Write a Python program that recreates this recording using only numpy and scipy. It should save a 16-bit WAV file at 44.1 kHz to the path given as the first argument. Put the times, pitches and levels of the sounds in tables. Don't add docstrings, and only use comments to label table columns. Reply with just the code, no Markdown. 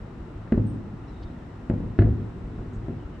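import sys
import numpy as np
from scipy import signal
from scipy.fft import rfft, irfft
from scipy.io import wavfile

SR = 44100
rng = np.random.default_rng(int(sys.argv[2]) if len(sys.argv) > 2 else 0)


def file_out(sig):
    cols = np.atleast_2d(sig).T
    lim = np.clip(cols, -1, 1)
    pcm = np.round(lim * 32767).astype(np.int16)
    wavfile.write(sys.argv[1], SR, pcm)


def magnitude_from_level(level_db):
    exponent = np.asarray(level_db, float) / 20
    return 10 ** exponent


N = 141120


def rms_one(x):
    return x / np.sqrt(np.mean(x ** 2) + 1e-20)


def at_hz(points, hz, column=1):
    points = np.array(points)
    return np.interp(np.log(hz), np.log(points[:, 0]), points[:, column])


def drift(rate_hz):
    step = 40
    r = np.exp(-2 * np.pi * rate_hz * step / SR)
    warm_up = 2000
    chance = rng.standard_normal(N // step + 2 + warm_up)
    slow = signal.lfilter([1], [1, -2 * r, r * r], chance)[warm_up:]
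    return np.interp(np.arange(N) / step, np.arange(len(slow)), rms_one(slow))


def ring(x, hz, t60_s):
    r, w = magnitude_from_level(-60 / (t60_s * SR)), 2 * np.pi * hz / SR
    return signal.lfilter([0, np.sin(w)], [1, -2 * r * np.cos(w), r * r], x + 1e-18)


def die_away(x, t60_s):
    return signal.lfilter([1], [1, -magnitude_from_level(-60 / (t60_s * SR))], x + 1e-18)


def cut(x, hz, kind, order=2):
    return signal.sosfilt(signal.butter(order, hz, kind, fs=SR, output="sos"), x + 1e-18)


# pitch_hz, likeness
LEFT_RIGHT_LIKENESS = [(60, 0.99), (130, 0.96), (270, 0.96), (580, 0.5), (1200, 0.42), (2600, 0.13),
                       (5000, 0.088), (9000, 0.08)]


def bands(top_hz):
    edges = 22 * 2 ** np.arange(0, np.log2(top_hz / 22), .5)
    white = rng.standard_normal((2, 2, N))
    for k, (low, high) in enumerate(zip(edges, edges[1:])):
        mid, side = cut(white[k % 2], [low, high], "band")
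        hz = np.sqrt(low * high)
        alike = np.clip(at_hz(LEFT_RIGHT_LIKENESS, hz), -1, 1)
        yield hz, np.sqrt(1 + alike) * mid + np.sqrt(1 - alike) * side * [[1], [-1]]


# pitch_hz, level_db (per Hz)
CITY_RUMBLE = [(25, -70), (40, -59), (60, -64), (110, -67.5), (250, -68.5), (350, -72.5), (450, -83),
               (650, -81.5)]
# pitch_hz, level_db (per Hz)
NIGHT_HISS = [(1300, -86.5), (2000, -95), (3200, -103), (5000, -111), (8000, -115), (10000, -132),
              (13500, -150)]


def city():
    city_db, bass_lumps_db, other_lumps_db = -39, 1.5, .4
    together = drift(2.2)
    total = 0
    for hz, noise in bands(20000):
        lumps_db = bass_lumps_db if hz < 400 else other_lumps_db
        wander_db = lumps_db * (.5 * together + drift(6.1))
        total = total + noise * magnitude_from_level(at_hz(CITY_RUMBLE + NIGHT_HISS, hz) + wander_db)
    return magnitude_from_level(city_db) * rms_one(total)


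def chirps(rows):
    edge_s = .01
    t, out = np.arange(N) / SR, 0
    for s, length, hz, width_hz, db in rows:
        gate = np.clip(np.minimum(t - s, (s + length - t) / 2) / edge_s, 0, 1)
        breath = cut(rng.standard_normal(N), [hz - width_hz / 2, hz + width_hz / 2], "band", order=3)
        out = out + magnitude_from_level(db) * gate * rms_one(breath)
    return out


# start_s, length_s, pitch_hz, width_hz, level_db
CHIRPS_ON_RIGHT = [
    (0.66, 0.067, 8480, 500, -70),
    (.71, 0.063, 8300, 700, -80),
    (1.07, .065, 3980, 250, -71),
    (1.13, .06, 3750, 250, -68),
    (1.17, .13, 3680, 250, -71),
    (1.07, .05, 5400, 500, -75),
    (1.29, 0.046, 3900, 350, -75),
    (1.03, .04, 2900, 400, -70),
    (2.99, 0.071, 3000, 300, -71),
    (3.12, 0.072, 2943, 300, -71),
]
# start_s, length_s, pitch_hz, width_hz, level_db
CHIRPS_IN_FRONT = [
    (1.222, 0.032, 4100, 2000, -58),
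    (2.725, 0.056, 7100, 2300, -72),
    (1.223, .02, 2900, 900, -61),
    (2.81, .04, 1100, 270, -69),
    (3.4, 0.017, 1200, 81, -58),
]


def creatures():
    pan_db = 5
    right = chirps(CHIRPS_ON_RIGHT) * magnitude_from_level(np.array([[-pan_db], [pan_db]]))
    return right + chirps(CHIRPS_IN_FRONT)


def pushes(s, db, ms, cut_hz):
    t = (np.arange(N) / SR - np.c_[s]) / np.c_[ms] * 1000
    wave = (t >= 0) * (t < 2) * (1 - t)
    return cut(magnitude_from_level(np.c_[db]) * wave, cut_hz, "low", order=3)


# time_s, level_db
SALVO_SWELL = [
    (0, -4),
    (.5, -1),
    (1.198, -0.5),
    (1.65, 0.5),
    (2.0, 11.5),
    (2.498, 9.5),
    (2.9, 6.5),
    (3.2, 8),
]
AIR_CUT_HZ = 566


def far_salvo():
    shells_per_s, push_db, push_ms, spread_db = 40, -45, 2.505, 1.5
    strength = magnitude_from_level(spread_db * np.minimum(rng.exponential(1, N), 3))
    born = (rng.random(N) < shells_per_s / SR) * strength
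    born = born * magnitude_from_level(np.interp(np.arange(N) / SR, *np.transpose(SALVO_SWELL)))
    one_push = pushes([0], [push_db], [push_ms], AIR_CUT_HZ)[0, :SR // 10]
    return signal.fftconvolve(born, one_push)[:N]


# pitch_hz, level_db, t60_s
BUILDING_ROLL = [(40.3, -39.5, 0.49), (80, -37, 0.83), (163, -35, 1), (272, -35.5, 1), (400, -32.5, 0.74),
                 (650, -30.5, 0.37), (1200, -35, 0.71)]


def roll(x):
    rise_s, swell_s, swell_width_s, swell_db, wide_db = 0.0092, .155, 0.066, -47.5, 6.5
    t = np.arange(N) / SR
    tail = 0
    for hz, noise in bands(2900):
        fall_db = 60 * t / at_hz(BUILDING_ROLL, hz, column=2)
        tail = tail + noise / np.sqrt(hz) * magnitude_from_level(at_hz(BUILDING_ROLL, hz) - fall_db)
    undo_db = 60 * np.minimum(t, .5) / at_hz(BUILDING_ROLL, 250, column=2) - at_hz(BUILDING_ROLL, 250)
    swell = cut(tail * magnitude_from_level(undo_db), [181, 340], "band")
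    swell = magnitude_from_level(swell_db) * swell * np.exp(-((t - swell_s) / swell_width_s) ** 2)
    tail = tail * (1 - np.exp(-t / rise_s)) + swell
    tail = tail + (magnitude_from_level(wide_db) - 1) * (tail - tail.mean(0))
    return 10 * signal.fftconvolve(tail, x[None])[:, :N]


# pitch_hz, level_db, t60_s
BALCONY_NOTES = [(57.1, -49.5, 0.27), (107.36, -44.5, .5), (152.4, -51.5, 0.33), (181.6, -60, 0.3),
                 (243, -48.5, 0.19), (386.8, -41, 0.17), (437.7, -47, .25), (501.6, -52, .3),
                 (686, -49, 0.16)]


def balcony(rows, far, wet_db):
    scatter_db = 1.5 * rng.standard_normal((len(rows), len(BALCONY_NOTES)))
    strength = magnitude_from_level(np.c_[wet_db] + scatter_db)
    return sum(magnitude_from_level(level_db) * ring(strength[:, k] @ rows + far, hz, t60_s)
               for k, (hz, level_db, t60_s) in enumerate(BALCONY_NOTES))


# pitch_hz, level_db, t60_s
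CRACK_NOTES = [(900, -31, 0.024), (1365, -24, 0.025), (1715, -20.5, 0.018), (2060, -24.5, 0.014),
               (2563, -28.5, 0.015), (3190, -34, .01), (4150, -36, .012)]


def cracks():
    burst_t60_s, tail_t60_s, tail_db = .03, .3, -13
    spray_ring_share = .35
    full_crack_db, treble_from_hz, treble_loss = -12, 2200, .6
    s, db, _, _, crack_db = np.transpose(SHELLS)
    level = db + crack_db
    noise, out = rng.standard_normal((2, N)), 0
    for k, (hz, level_db, t60_s) in enumerate(CRACK_NOTES):
        octaves = max(np.log2(hz / treble_from_hz), 0)
        lost_db = treble_loss * octaves * np.clip(full_crack_db - level, 0, 12)
        clicks = np.zeros(N)
        clicks[(s * SR).astype(int)] = magnitude_from_level(level - lost_db)
        fade = die_away(clicks, burst_t60_s) + magnitude_from_level(tail_db) * die_away(clicks, tail_t60_s)
        mid, side = noise * 0.26 * fade
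        spray = ring(mid + 0.73 * side * [[1], [-1]], hz, spray_ring_share * t60_s)
        out = out + magnitude_from_level(level_db) * (-1) ** k * (ring(1.7 * clicks, hz, t60_s) + spray)
    return cut(out, 4700, "low", order=4)


# start_s, peak_db, push_ms, roll_db, crack_db
SHELLS = [(.5217, -10, 1.65, -2, -7.5), (.5405, -17, 1.3, 0, -15), (.5765, -11.5, 1.704, 1, -23.5),
          (1.6985, -12.5, 1.69, 0.5, -10.5), (1.738, -19, 1.8, -2, -23.5), (1.9887, -7, 1.4, 0.5, -6),
          (2.0205, -13.5, 1.6, -1, -7.5), (2.009, -13, 4.4, -14, -15), (1.7105, -20, 1.8, -7.5, -22.5),
          (2.592, -26.5, 2.185, 2, -12), (2.8828, -21, 1.5, -1, -14), (2.9035, -27, 1.5, 0.5, -19),
          (.4745, -30, .75, -9, -3), (.88, -31, 2.2, -0.5, -11), (1.835, -25, 2.0, -4.5, -22),
          (1.80, -27, 2.0, -3.5, -22), (1.3, -30.5, 1.7, -11, -7), (.74, -31, 2.2, -0.5, -21),
          (2.2, -30, 2, 7.5, -8), (0.0034, -35, 2.2, -1.5, -20), (.08, -33, 2.2, -1, -14),
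          (2.45, -33, 2.0, 1, -25)]
# start_s, peak_db, push_ms, roll_db
THUDS = [(.55, -19.5, 5.9, -16), (1.243, -30.5, 6.9, -5.5), (1.698, -25.5, 4.77, -1.5),
         (1.841, -31, 7, -3.5), (1.9895, -8, 3.8, -5), (1.9999, -11, 3.8, -8.5), (2.098, -18, 5, -8.5),
         (2.438, -32, 8, -2), (2.582, -23.5, 5, -8.5), (2.762, -28.5, 9, -5.5), (3.049, -34, 6.2, -3),
         (.2, -36.5, 6.5, 1), (.35, -32.5, 6.1, -3.5), (2.66, -31, 10, -8), (.004, -39.5, 9.3, 1.5)]
# start_s, peak_db, push_ms, roll_db, cut_hz
ECHOES = [(0.525, -11.5, 2.1, -5, 340), (0.5292, -17, 2.1, -6.5, 380), (0.5344, -20, 2.1, -6.5, 380),
          (0.5966, -22, 3, -15, 450), (.6135, -21, 2.6, -15, 400), (.651, -24, 2.2, -8, 400),
          (.703, -25, 3.2, -2, 330), (.7595, -27, 1.8, -8, 400), (1.7077, -25, 1.5, -12, 700),
          (1.7185, -25, 2.6, -15, 602), (1.7295, -27, 1.8, -12, 600), (1.8235, -28, 2.4, -4, 350),
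          (1.8405, -27, 2.2, -4, 350), (1.871, -29, 2.4, -4, 350), (2.027, -18, 3.5, -18, 552),
          (2.0355, -21, 3.5, -18, 300), (2.0455, -12, 4, -18, 250), (2.0575, -26, 1.3, -6, 600),
          (2.064, -16, 4, -18, 500), (2.0736, -26, 1.3, -6, 598), (2.082, -17, 4, -18, 500),
          (2.109, -23, 6.6, -18, 220), (2.1262, -18, 4, -18, 250), (2.831, -29, 4, -12.5, 300),
          (2.8895, -29, 1.8, -6, 500), (2.895, -28, 1.9, -6, 450), (2.918, -30, 1.8, -6, 500),
          (2.928, -28, 1.9, -6, 400)]


def booms():
    direct_db, bearing_spread_db, thud_cut_hz = 2.5, .7, 195
    s, db, ms, wet_db = np.transpose([row[:4] for row in SHELLS + THUDS + ECHOES])
    n, m = len(SHELLS), len(SHELLS + THUDS)
    shells = pushes(s[:n], db[:n], ms[:n], AIR_CUT_HZ)
    thuds = pushes(s[n:m], db[n:m], ms[n:m], thud_cut_hz)
    echoes = [pushes([t], [peak_db], [push_ms], hz) for t, peak_db, push_ms, _, hz in ECHOES]
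    rows = np.concatenate([shells, thuds] + echoes)
    far = far_salvo()
    side_db = bearing_spread_db * rng.standard_normal(len(s)) * [[1], [-1]]
    direct = magnitude_from_level(direct_db + side_db) @ rows
    return direct + far + balcony(rows, far, wet_db) + roll(magnitude_from_level(wet_db) @ rows + far)


def scene():
    return city() + creatures() + cracks() + booms()


# pitch_hz, level_db
LEFT_LEAD = [(30, 0), (70, .9), (270, .2), (500, 2.6), (1200, 2.6), (2600, .4), (5000, 0), (9000, -2.2)]


def microphones(dry):
    hz = np.maximum(np.fft.rfftfreq(N, 1 / SR), 1)
    colour_db = at_hz(LEFT_LEAD, hz) / 2 * np.array([[1], [-1]])
    return cut(irfft(rfft(dry) * magnitude_from_level(colour_db), N), 33, "high")


def low_pass(x):
    return signal.sosfilt(signal.butter(12, 13700, fs=SR, output="sos"), x)


def record(dry):
    mix = microphones(dry)
    return low_pass(mix)


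dry = scene()
out = record(dry)
file_out(out)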